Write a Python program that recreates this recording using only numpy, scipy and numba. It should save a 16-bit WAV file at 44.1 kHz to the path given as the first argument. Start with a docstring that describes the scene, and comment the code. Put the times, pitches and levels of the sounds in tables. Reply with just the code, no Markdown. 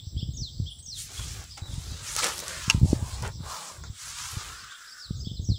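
"""Lifting a fishing pole by a lake

Close to a small camera, an angler lifts a pole off its rest. A nylon sleeve swishes and crackles as
cloth rubs on cloth; the hollow pole scrapes through the hand, knocks lightly and clacks once.
Low thumps and spells of rumble come and go, like wind buffeting the microphone.
Birds sing across the water and the camera's electronics whine faintly."""
import sys
import numpy as np
from scipy import signal
from scipy.fft import rfft, irfft
from scipy.io import wavfile
from scipy.ndimage import uniform_filter1d, map_coordinates
from numba import njit

SR = 44100
rng = np.random.default_rng(int(sys.argv[2]) if len(sys.argv) > 2 else 0)


def inscribe(sig):
    """Save sig as 16-bit PCM at rate SR to the path in sys.argv[1].

    A 1-D sig is mono; a 2-D sig holds one channel per row.
    Samples are clipped to [-1, 1] before scaling.
    """
    pcm = np.round(np.clip(np.atleast_2d(sig).T, -1, 1) * 32767)
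    wavfile.write(sys.argv[1], SR, pcm.astype(np.int16))


N = 246078
T = np.arange(N) / SR

# The arm reaches, lifts, holds the pole aloft and draws back.
# Each row: end of the rise, then rise, hold and fall in seconds, then hiss, body and fold levels in dB.
ARM_STROKES = [(0.99, 0.057, 0.031, 0.11, -45, -55.5, -60), (1.18, 0.17, 0.16, 0.26, -49.5, -52, -52),
               (1.575, 0.007, .006, 0.036, -65, -48, -44), (1.781, 0.16, 0.19, .13, -54, -59, -56),
               (1.979, 0.12, 0.084, 0.044, -71, -56, -56), (2.083, 0.075, 0.052, 0.11, -43, -46, -44.5),
               (2.192, 0.033, 0.007, 0.034, -33, -41, -28), (2.234, 0.018, 0.009, 0.025, -36.5, -30.5, -32),
               (2.264, 0.032, .008, .11, -40, -38, -33), (2.36, 0.16, 0.14, 0.041, -48, -50.5, -62),
               (2.517, 0.12, .19, 0.14, -46.5, -47, -40), (2.898, 0.091, 0.04, 0.15, -48.5, -56.5, -43.5),
               (3.082, .13, 0.12, 0.16, -51.5, -56, -47), (3.248, 0.03454, 0.02, 0.025, -59, -47.5, -39.5),
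               (3.522, 0.11, .025, 0.092, -46.5, -52, -35), (3.595, 0.084, 0.04, 0.19, -48.5, -51.5, -42.5),
               (4.05, 0.13, 0.11, 0.11, -47.5, -52, -46), (4.216, .1, 0.0628, 0.41, -46, -48, -42.5),
               (4.489, 0.16, 0.24, .25, -59.5, -56, -44), (4.8, 0.066, 0.18, .24, -62, -65.5, -47)]
# The hollow of a fold, retuned by the bending elbow. Each row: time in seconds, resonance in Hz.
FOLD_TUNING = [(1.0, 1630), (1.16, 1500), (1.18, 1140), (1.47, 1490), (1.57, 828), (1.65, 740), (1.7, 1100),
               (1.79, 947.5), (1.87, 1420), (2.42, 1080), (2.55, 1595), (2.93, 613.6), (3.05, 934),
               (3.9, 1108), (3.97, 1484), (4.25, 1202), (4.92, 1513), (5.15, 1334)]
# The pole sliding in the hand. Each row: end of the rise, then rise, hold and fall in seconds, level in dB.
POLE_SLIDES = [(1.111, .03, 0.17, 0.098, -57), (1.371, .05, 0.043, .05, -51.5),
               (1.59, 0.016, 0.078, 0.12, -54), (1.92, 0.19, .2, .1, -55),
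               (2.169, 0.032, 0.043, 0.031, -48), (2.237, .022, .012, .09, -32.5),
               (2.39, .08, 0.13, .14, -45), (2.969, 0.099, .23, 0.094, -52),
               (3.229, .012, 0.053, .04, -38.5), (3.46, 0.067, 0.074, 0.079, -49.5),
               (3.617, 0.063, 0.13, 0.14, -51.5), (4.36, 0.066, 0.065, 0.27, -54)]

# Short hits. Each row: start in seconds, level in dB.
CREASE_SNAPS = [(0.7902, -40), (1.4394, -30), (1.5765, -36), (1.7405, -31.5), (2.1511, -18), (2.1637, -9),
                (2.189, -15), (2.2423, -7.5), (2.2665, -17), (2.2868, -17.5), (2.3795, -22), (2.3906, -21),
                (2.4007, -17.5), (2.4804, -15), (2.798, -28.5), (3.2231, -24), (3.276, -29.5)]
CLACK_HITS = [(2.6996, -1.6), (2.7074, -11.5)]  # one hard clack and its rebound
REST_KNOCKS = [(1.092, -39), (1.194, -31), (1.577, -33.5), (3.838, -27.5), (3.845, -40), (4.062, -41),
               (4.073, -37), (4.411, -30)]  # the pole tapping its rest
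# How the pole's hits ring. Each row: frequency in Hz, level in dB, seconds to die away by 60 dB.
CLACK_RING = [(900, -29, 0.14), (1300, -17.5, 0.032), (1620, -16, 0.027), (2720, -11, 0.041),
              (2790, 0, 0.014), (3260, -17.5, 0.017), (4010, -17.5, .03), (4600, -14, 0.036),
              (5600, 3, 0.0055), (6380, -5.5, 0.013), (5800, -28, 0.041), (7840, -15.5, 0.012),
              (10400, -11.5, 0.0066)]
KNOCK_RING = [(590, -9, 0.1), (794, -39, 0.051), (1075, 10, 0.047), (1390, 14.5, 0.034), (1940, -8, .016),
              (3100, -36, .012), (6670, 19.5, 0.0069)]

# Low thumps, like wind on the microphone. Each row: peak time in seconds, level in dB, pitch in Hz.
WIND_THUMPS = [(0.072, -27, 88), (0.167, -17.5, 100), (0.23, -19, 129), (0.29, -21, 115.2),
               (0.419, -23.5, 100.3), (0.601, -16, 119.6), (0.62, -29, 91), (1.259, -30, 85),
               (1.623, -24, 88.2), (1.736, -25.5, 100), (1.781, -21, 102), (2.681, -18, 139),
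               (2.748, -11, 135), (2.78, -16.5, 108), (2.816, -12, 129), (2.832, -4, 106),
               (2.846, -9.5, 135), (2.857, -18, 222), (2.931, -5, 248), (3.027, -20.5, 151.8),
               (3.406, -23, 116), (3.901, -25.5, 91.84), (4.371, -21, 100.2), (5.109, -17, 144.5),
               (5.272, -20, 150.6), (5.316, -24, 141), (5.397, -21.5, 121), (5.49, -18, 159),
               (5.501, -14, 129.2), (5.518, -14, 112.6)]
# Spells of low rumble. Each row: end of the rise and hold in seconds, level in dB.
RUMBLE_SPELLS = [(0, 0.46, -50), (0.156, 0.26, -37), (0.569, 0.068, -36.5), (0.698, 1.97, -49.5),
                 (1.2, 0.13, -40.5), (1.68, 0.25, -41), (2.78, 0.19, -29), (3.027, 0.46, -39.5),
                 (3.78, .12, -43), (4.074, 0.57, -53.5), (5.12, 0.66, -40.5), (5.506, .03, -29.5)]

# Bird syllable shapes. Each row: seconds into the syllable, pitch in Hz, level in dB.
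SLUR_SHAPE = [(0, 6300, -12.5), (.027, 6730, -18), (.035, 6350, -2), (.045, 5200, -9), (.06, 5950, -3.5),
              (.072, 5550, -3.5), (.1, 4250, -1.5), (.155, 3130, -9.5), (.166, 3000, -34)]
TWEET_SHAPE = [(0, 2950, -11), (.015, 3210, 0.5), (.031, 3484, 1), (.037, 3196, -4), (.042, 2810, -4),
               (.05, 2906, -9), (.057, 3047, 1.5), (.071, 3373, -3), (.08, 3720, -28)]
PIP_SHAPE = [(0, 3800, -42.5), (.015, 3900, 2.5), (.06, 3900, -5.5), (.09, 3850, -28)]
# Cues for those syllables. Each row: start in seconds, level in dB, pitch ratio.
SLUR_CUES = [(0.336, -35, 1.023), (.828, -36, 1.01), (5.415, -39, 1.01)]
TWEET_CUES = [(-.07, -36.5, 1.014), (.165, -42.5, 1.025), (.166, -46.5, 1.57), (.52, -50.5, 1.48),
              (.657, -42, 1.026), (1.16, -44, 1.03), (1.495, -46, 1.52), (1.67, -50, 1.12),
              (1.868, -47.5, 1.44), (4.55, -48, 1.5), (4.69, -49, 1.08), (4.868, -45, 1.58),
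              (5.195, -43, 1.57), (5.245, -44.5, 1.055), (5.54, -47, 1.55)]
PIP_CUES = [(.325, -53.5, 0.93), (0.69, -55.5, 2.41), (0.772, -47, 2.08), (1.604, -44.5, 1.0),
            (1.879, -47, 1), (5.3, -51, 1.3)]
# Quick falling whistles. Each row: start and length in seconds, first and last pitch in Hz, level in dB.
FALLING_WHISTLES = [(4.99, 0.087, 6000, 3540, -44), (5.156, 0.062, 7000, 5850, -51.5),
                    (5.36, 0.032, 4700, 3455, -46)]

# The tone colour of each layer. Each row: frequency in Hz, gain in dB.
NYLON_HISS_EQ = [(2000, -40), (3200, -10.5), (5000, -4), (7000, -2), (8500, -5.5), (10500, -10.5),
                 (13000, -20), (15500, -19.5)]
NYLON_BODY_EQ = [(700, -40), (1300, -12), (2000, -1), (3000, 1), (4500, -2.5), (6500, -4), (8500, -8.5),
                 (12000, -29.5)]
CREASE_EQ = [(600, -7), (1500, -11), (3500, -8.5), (5500, 1.5), (9000, -0.5), (12000, -14.5), (15500, -15)]
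TUBE_EQ = [(120, 15.5), (220, 2), (330, -2.5), (450, -2.5), (650, 0.5), (950, -5.5), (1600, -3.5),
           (3000, -21.5), (5000, -40), (9000, -27.5)]
RUMBLE_EQ = [(20, -24.5), (40, -4), (62, 4), (90, 3.5), (135, -3), (190, -19), (300, -24), (600, -37),
             (1200, -65.5)]
FAR_BIRDS_EQ = [(2400, -35.5), (3100, -9), (3600, 2), (4300, -2), (5300, 1.5), (6000, -4), (6900, -29.5),
                (9000, -47.5)]
AIR_EQ = [(30, 20.5), (200, 10.5), (700, 10.5), (1500, 1), (4000, -4.5), (9000, -1.5), (15500, -9.5)]


def sleeve():
    """Nylon rubs on nylon; the hollow of a fold rings with it and shifts as the arm bends."""
    strokes = np.array([gesture(*row[:4]) for row in ARM_STROKES])
    hiss_gain, body_gain, fold_gain = (power_sum(strokes, db) for db in np.transpose(ARM_STROKES)[4:])
    hiss = colour(threads(per_s=2500, spread_db=1.0, smooth=1.0), NYLON_HISS_EQ)
    hiss = patchy(hiss, depth_db=2.74, rate=22)
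    body = colour(threads(per_s=1800, spread_db=2.0, smooth=0.53), NYLON_BODY_EQ)
    body = patchy(body, depth_db=0.96, rate=14)
    fold_hz = np.interp(T, *np.transpose(FOLD_TUNING))
    damping = np.interp(20 * np.log10(hiss_gain), [-64, -48], [.55, 1.1])  # a light touch damps less
    width_hz = fold_hz * damping
    fold = noise()
    for _ in range(5):  # repeated passes make the skirts steep
        fold = resonance(fold, fold_hz, width_hz)
    fold = fold / np.sqrt(width_hz)
    hiss = near_echo(hiss, lag_ms=1.6, share=0.28) * hiss_gain * undb(5.5)
    body = near_echo(body, lag_ms=2.2, share=0.47) * body_gain * undb(4.5)
    fold = near_echo(fold, lag_ms=3.3, share=0.45) * fold_gain * undb(-4 + wander(35))
    return (hiss + body + fold) * undb(0.61 * wander(70))


def threads(per_s, spread_db, smooth):
    """Countless threads catch and let go: tiny uneven clicks over a smooth hiss."""
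    size = undb(spread_db * np.minimum(rng.exponential(size=N), 5))
    clicks = (rng.random(N) < per_s / SR) * size * np.sign(noise())
    return unit_rms(unit_rms(clicks) + smooth * noise())


def creases(crack_s=.0007, tail_s=.008, tail_db=-14):
    """Each crease in the nylon snaps with a sharp crack and a short flutter of cloth."""
    out, t = np.zeros(N), T[:SR // 20]
    envelope = np.exp(-t / crack_s) + undb(tail_db) * np.exp(-t / tail_s)
    for start, db in CREASE_SNAPS:
        snap = rng.standard_normal(len(t)) * envelope
        add(out, start + 0.00069, undb(db + 6.5) * unit_peak(snap))
    return colour(out, CREASE_EQ)


def pole_scrape(slip_hz=329.1, slip_at_db=-50, db_per_octave=22):
    """The pole sticks and slips in the hand; each slip rings the hollow tube."""
    gain = power_sum([gesture(*row[:4]) for row in POLE_SLIDES], [db for *_, db in POLE_SLIDES])
    octaves = (20 * np.log10(gain) - slip_at_db) / db_per_octave  # faster is louder and slips more often
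    slip_rate = slip_hz * 2 ** np.maximum(octaves, -1)
    slip_count = np.floor(np.cumsum(slip_rate * np.exp(.35 * wander(400))) / SR)
    slips = np.diff(slip_count, prepend=0) * undb(4 * noise()) / np.sqrt(slip_rate)
    friction = unit_rms(slips) + 0.5 * noise()
    tube = patchy(colour(friction, TUBE_EQ), depth_db=1.5, rate=22)
    return near_echo(tube, lag_ms=2.465, share=0.53) * gain


def pole_strikes(hits, modes, rattle_db, rattle_s, contact_s):
    """Each blow rings the pole's modes and leaves a brief rattle of the same colour."""
    out, t = np.zeros(N), T[:SR // 4]
    for start, db in hits:
        ring = sum(undb(mode_db - 60 * t / t60) * np.sin(2 * np.pi * hz * rng.normal(1, 0.015) * t)
                   for hz, mode_db, t60 in modes)
        ring *= 1 - np.exp(-t / contact_s)  # the contact takes a moment to build
        chatter = rng.standard_normal(len(t)) * np.exp(-t / rattle_s)
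        rattle = signal.fftconvolve(chatter, ring[:SR // 1500])[:len(t)]
        blow = unit_peak(ring) + undb(rattle_db) * unit_peak(rattle)
        add(out, start, undb(db) * unit_peak(blow))
    return out


def wind_buffets(ring_hz=92.0, ring_width_hz=25.0, ring_db=-5, rise_s=0.1, fall_s=0.091):
    """Low, briefly ringing thumps and spells of rumble, like wind buffeting the microphone."""
    spells = [np.interp(T, [at - rise_s, at, at + hold, at + hold + fall_s], [0, 1, 1, 0]) ** 2
              for at, hold, _ in RUMBLE_SPELLS]
    rumble_gain = power_sum(spells, [db for *_, db in RUMBLE_SPELLS]) + undb(-77)
    rumble = unit_rms(colour(noise(), RUMBLE_EQ))
    rumble /= np.sqrt(uniform_filter1d(rumble ** 2, SR // 20) + 0.026)  # even out the level
    flutter = undb(3.75 * wander(30))
    thumps = low_thumps(WIND_THUMPS + small_puffs(rumble_gain))
    ring = resonance(thumps, np.full(N, ring_hz), np.full(N, ring_width_hz))
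    return thumps + undb(ring_db) * ring + rumble * flutter * rumble_gain


def low_thumps(events, rise_cycles=0.23, fall_cycles=0.76, blunt_cycles=.05):
    """Each thump is a cycle or so of bass, with a short blunted spike on its crest for punch."""
    lead_s = .05
    out, t = np.zeros(N), T[:SR // 10] - lead_s
    for at, db, hz in events:
        cycles = hz * t
        swell = np.exp(-(cycles / np.where(t < 0, rise_cycles, fall_cycles)) ** 2)
        bass = swell * np.cos(2 * np.pi * cycles)
        punch = 0.45 * np.exp(-np.hypot(cycles, blunt_cycles) / 0.088)
        add(out, at - lead_s, undb(db - 3) * (bass + punch))
    return out


def small_puffs(rumble_gain, per_s=20, centre_hz=126):
    """Cues for small random thumps, their strength following the rumble."""
    cues = []
    for when, size, pitch in rng.random((int(T[-1] * per_s), 3)):
        db = 20 * np.log10(rumble_gain[int(when * N)] * (.5 + size)) + 2.5
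        cues.append((when * T[-1], db, centre_hz * 2 ** (pitch - .5)))
    return cues


def birds(waver=0.014, rasp_db=1.6, shore_db=-11, shore_t60=1.0, leaves_db=-7, leaves_s=0.03):
    """Whistled syllables with a slight rasp, scattered by nearby leaves and the wooded shore."""
    echo_send, direct = np.zeros(N), np.zeros(N)
    wobble = 1 + waver * wander(700)
    rasp = undb(rasp_db * wander(350))
    for start, db, ratio, shape in syllables():
        times, pitch_hz, shape_db = np.transpose(shape)
        t = T[:int(times[-1] * SR)]
        hz = ratio * np.interp(t, times, pitch_hz) * np.roll(wobble, -int(start * SR))[:len(t)]
        whistle = np.sqrt(2) * np.sin(2 * np.pi * np.cumsum(hz) / SR)
        call = undb(db + np.interp(t, times, shape_db)) * whistle
        far = np.interp(db, [-50, -39], [1, 0])  # faint calls come from deeper in the trees
        add(echo_send, start, call * undb(3.3 * far))
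        add(direct, start, call * undb(-2.0 - 2.9 * far))
    shore = rng.standard_normal(SR) * undb(-60 * T[:SR] / shore_t60)
    leaves = rng.standard_normal(SR) * np.exp(-T[:SR] / leaves_s)
    scatter = undb(shore_db) * shore / np.linalg.norm(shore)
    scatter += undb(leaves_db) * leaves / np.linalg.norm(leaves)
    return direct * rasp + signal.fftconvolve(echo_send * rasp, scatter)[:N]


def syllables():
    """The birds' cue sheet. Each row: start in seconds, level in dB, pitch ratio, syllable shape."""
    songs = (SLUR_SHAPE, SLUR_CUES), (TWEET_SHAPE, TWEET_CUES), (PIP_SHAPE, PIP_CUES)
    calls = [(*cue, shape) for shape, cues in songs for cue in cues]
    for start, length, high, low, db in FALLING_WHISTLES:
        glide = [(u * length, high * (low / high) ** u, -20 * (2 * u - 1) ** 6)
                 for u in np.arange(11) / 10]
        calls.append((start, db, 1, glide))
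    return calls


def lakeside():
    """A blur of far birdsong over a bed of very quiet air."""
    chorus = patchy(colour(noise(), FAR_BIRDS_EQ), depth_db=5.0, rate=25)
    air = unit_rms(colour(noise(), AIR_EQ))
    return chorus * undb(-56) + air * undb(-69)


def whine(low_hz=7541, step_hz=355, scan_hz=59.95, duty=.42):
    """The electronics hop up and back about sixty times a second; the lower pitch carries an octave."""
    switch = 1. * ((T * scan_hz + .28) % 1 < duty)
    high = uniform_filter1d(switch, SR // 700)
    phase = 2 * np.pi * np.cumsum(low_hz + step_hz * high) / SR
    tone = np.sin(phase) * undb(-55 - 3.9 * high)
    octave = np.sin(2 * phase) * (1 - high) * undb(-65)
    return (tone + octave) * undb(2.1 * wander(500))


def gesture(at, rise_s, hold_s, fall_s, curve=1.6, sag_db_per_s=8.0):
    """Envelope of one movement: it swells 20 dB over the rise, sags as it slows, and dies away."""
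    outside = np.maximum(at - T, 0) / rise_s + np.maximum(T - at - hold_s, 0) / fall_s
    from_middle_s = np.clip(T - at - hold_s / 2, -hold_s / 2, hold_s / 2)
    return undb(-20 * np.minimum(outside, 10) ** curve - sag_db_per_s * from_middle_s)


def power_sum(gains, levels_db):
    """Overlapping envelopes add in power."""
    return np.sqrt(undb(2 * np.asarray(levels_db)) @ np.square(gains) + 1e-18)


def patchy(x, depth_db, rate):
    """Half-octave bands swell and fade on their own, as when a rubbing patch of contact changes."""
    octave = np.log2(np.arange(N // 2 + 1) * SR / N + 1)
    spectrum, out = rfft(x), 0
    for centre in np.arange(7.5, 14.1, .5):
        band = irfft(spectrum * np.maximum(1 - 2 * abs(octave - centre), 0), N)
        out = out + band * undb(depth_db * wander(rate))
    return unit_rms(out)


def near_echo(x, lag_ms, share):
    """A close reflection whose path wanders as with a moving arm, giving a gliding comb filter."""
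    lag = lag_ms * SR / 1000 * np.exp(.22 * wander(3))
    return unit_rms(x + share * map_coordinates(x, [np.arange(N) - lag], order=3))


@njit
def resonance(x, hz, width_hz):
    """A band-pass whose centre and width can sweep."""
    out, band_state, low_state = np.empty(len(x)), 0., 0.
    for i in range(len(x)):
        tuning, damping = np.tan(np.pi * hz[i] / SR), width_hz[i] / hz[i]
        band = (band_state + tuning * (x[i] - low_state)) / (1 + tuning * (tuning + damping))
        band_state = 2 * band - band_state
        low_state += 2 * tuning * band
        out[i] = damping * band
    return out


def colour(x, eq):
    """Apply an EQ curve, rolling off beyond its ends."""
    hz, db = np.transpose(eq)
    f = np.arange(N // 2 + 1) * SR / N + 1
    skirts = np.minimum(f / hz[0], 1) ** 2 * np.minimum(hz[-1] / f, 1) ** 2
    return irfft(rfft(x) * skirts * undb(np.interp(np.log(f), np.log(hz), db)), N)


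def wander(rate):
    """A random drift with an rms of 1, turning rate times a second."""
    turns = np.arange(int(T[-1] * rate) + 2)
    return unit_rms(np.interp(T * rate, turns, rng.standard_normal(len(turns))))


def add(out, start_s, sound):
    """Mix a sound in at its cue, dropping what falls outside."""
    i = int(round(start_s * SR))
    first, last = max(i, 0), min(i + len(sound), N)
    if last > first:
        out[first:last] += sound[first - i:last - i]


def noise():
    """White noise."""
    return rng.standard_normal(N)


def undb(db):
    """Decibels to gain."""
    return np.exp(np.asarray(db) * (np.log(10) / 20))


def unit_rms(x):
    """Scale to an rms of 1."""
    return x / np.sqrt(np.mean(x ** 2) + 1e-18)


def unit_peak(x):
    """Scale to a peak of 1."""
    return x / abs(x).max()


def scene():
    """The mono mix at the microphone: close handling in front, buffets, lake and whine behind."""
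    clack = pole_strikes(CLACK_HITS, CLACK_RING, rattle_db=-13, rattle_s=0.0056, contact_s=0.000095)
    knocks = pole_strikes(REST_KNOCKS, KNOCK_RING, rattle_db=-9, rattle_s=0.035, contact_s=0.000067)
    handling = sleeve() + pole_scrape() + creases() + clack + knocks
    return (handling + wind_buffets() + birds() + lakeside() + whine())[None]


def record(dry):
    """The camera thins the deepest bass and cuts the top."""
    low_cut = signal.butter(2, 26, "highpass", fs=SR, output="sos")
    high_cut = signal.ellip(10, .2, 80, 15700, fs=SR, output="sos")
    return signal.sosfilt(high_cut, signal.sosfilt(low_cut, dry))


dry = scene()
out = record(dry)
inscribe(out)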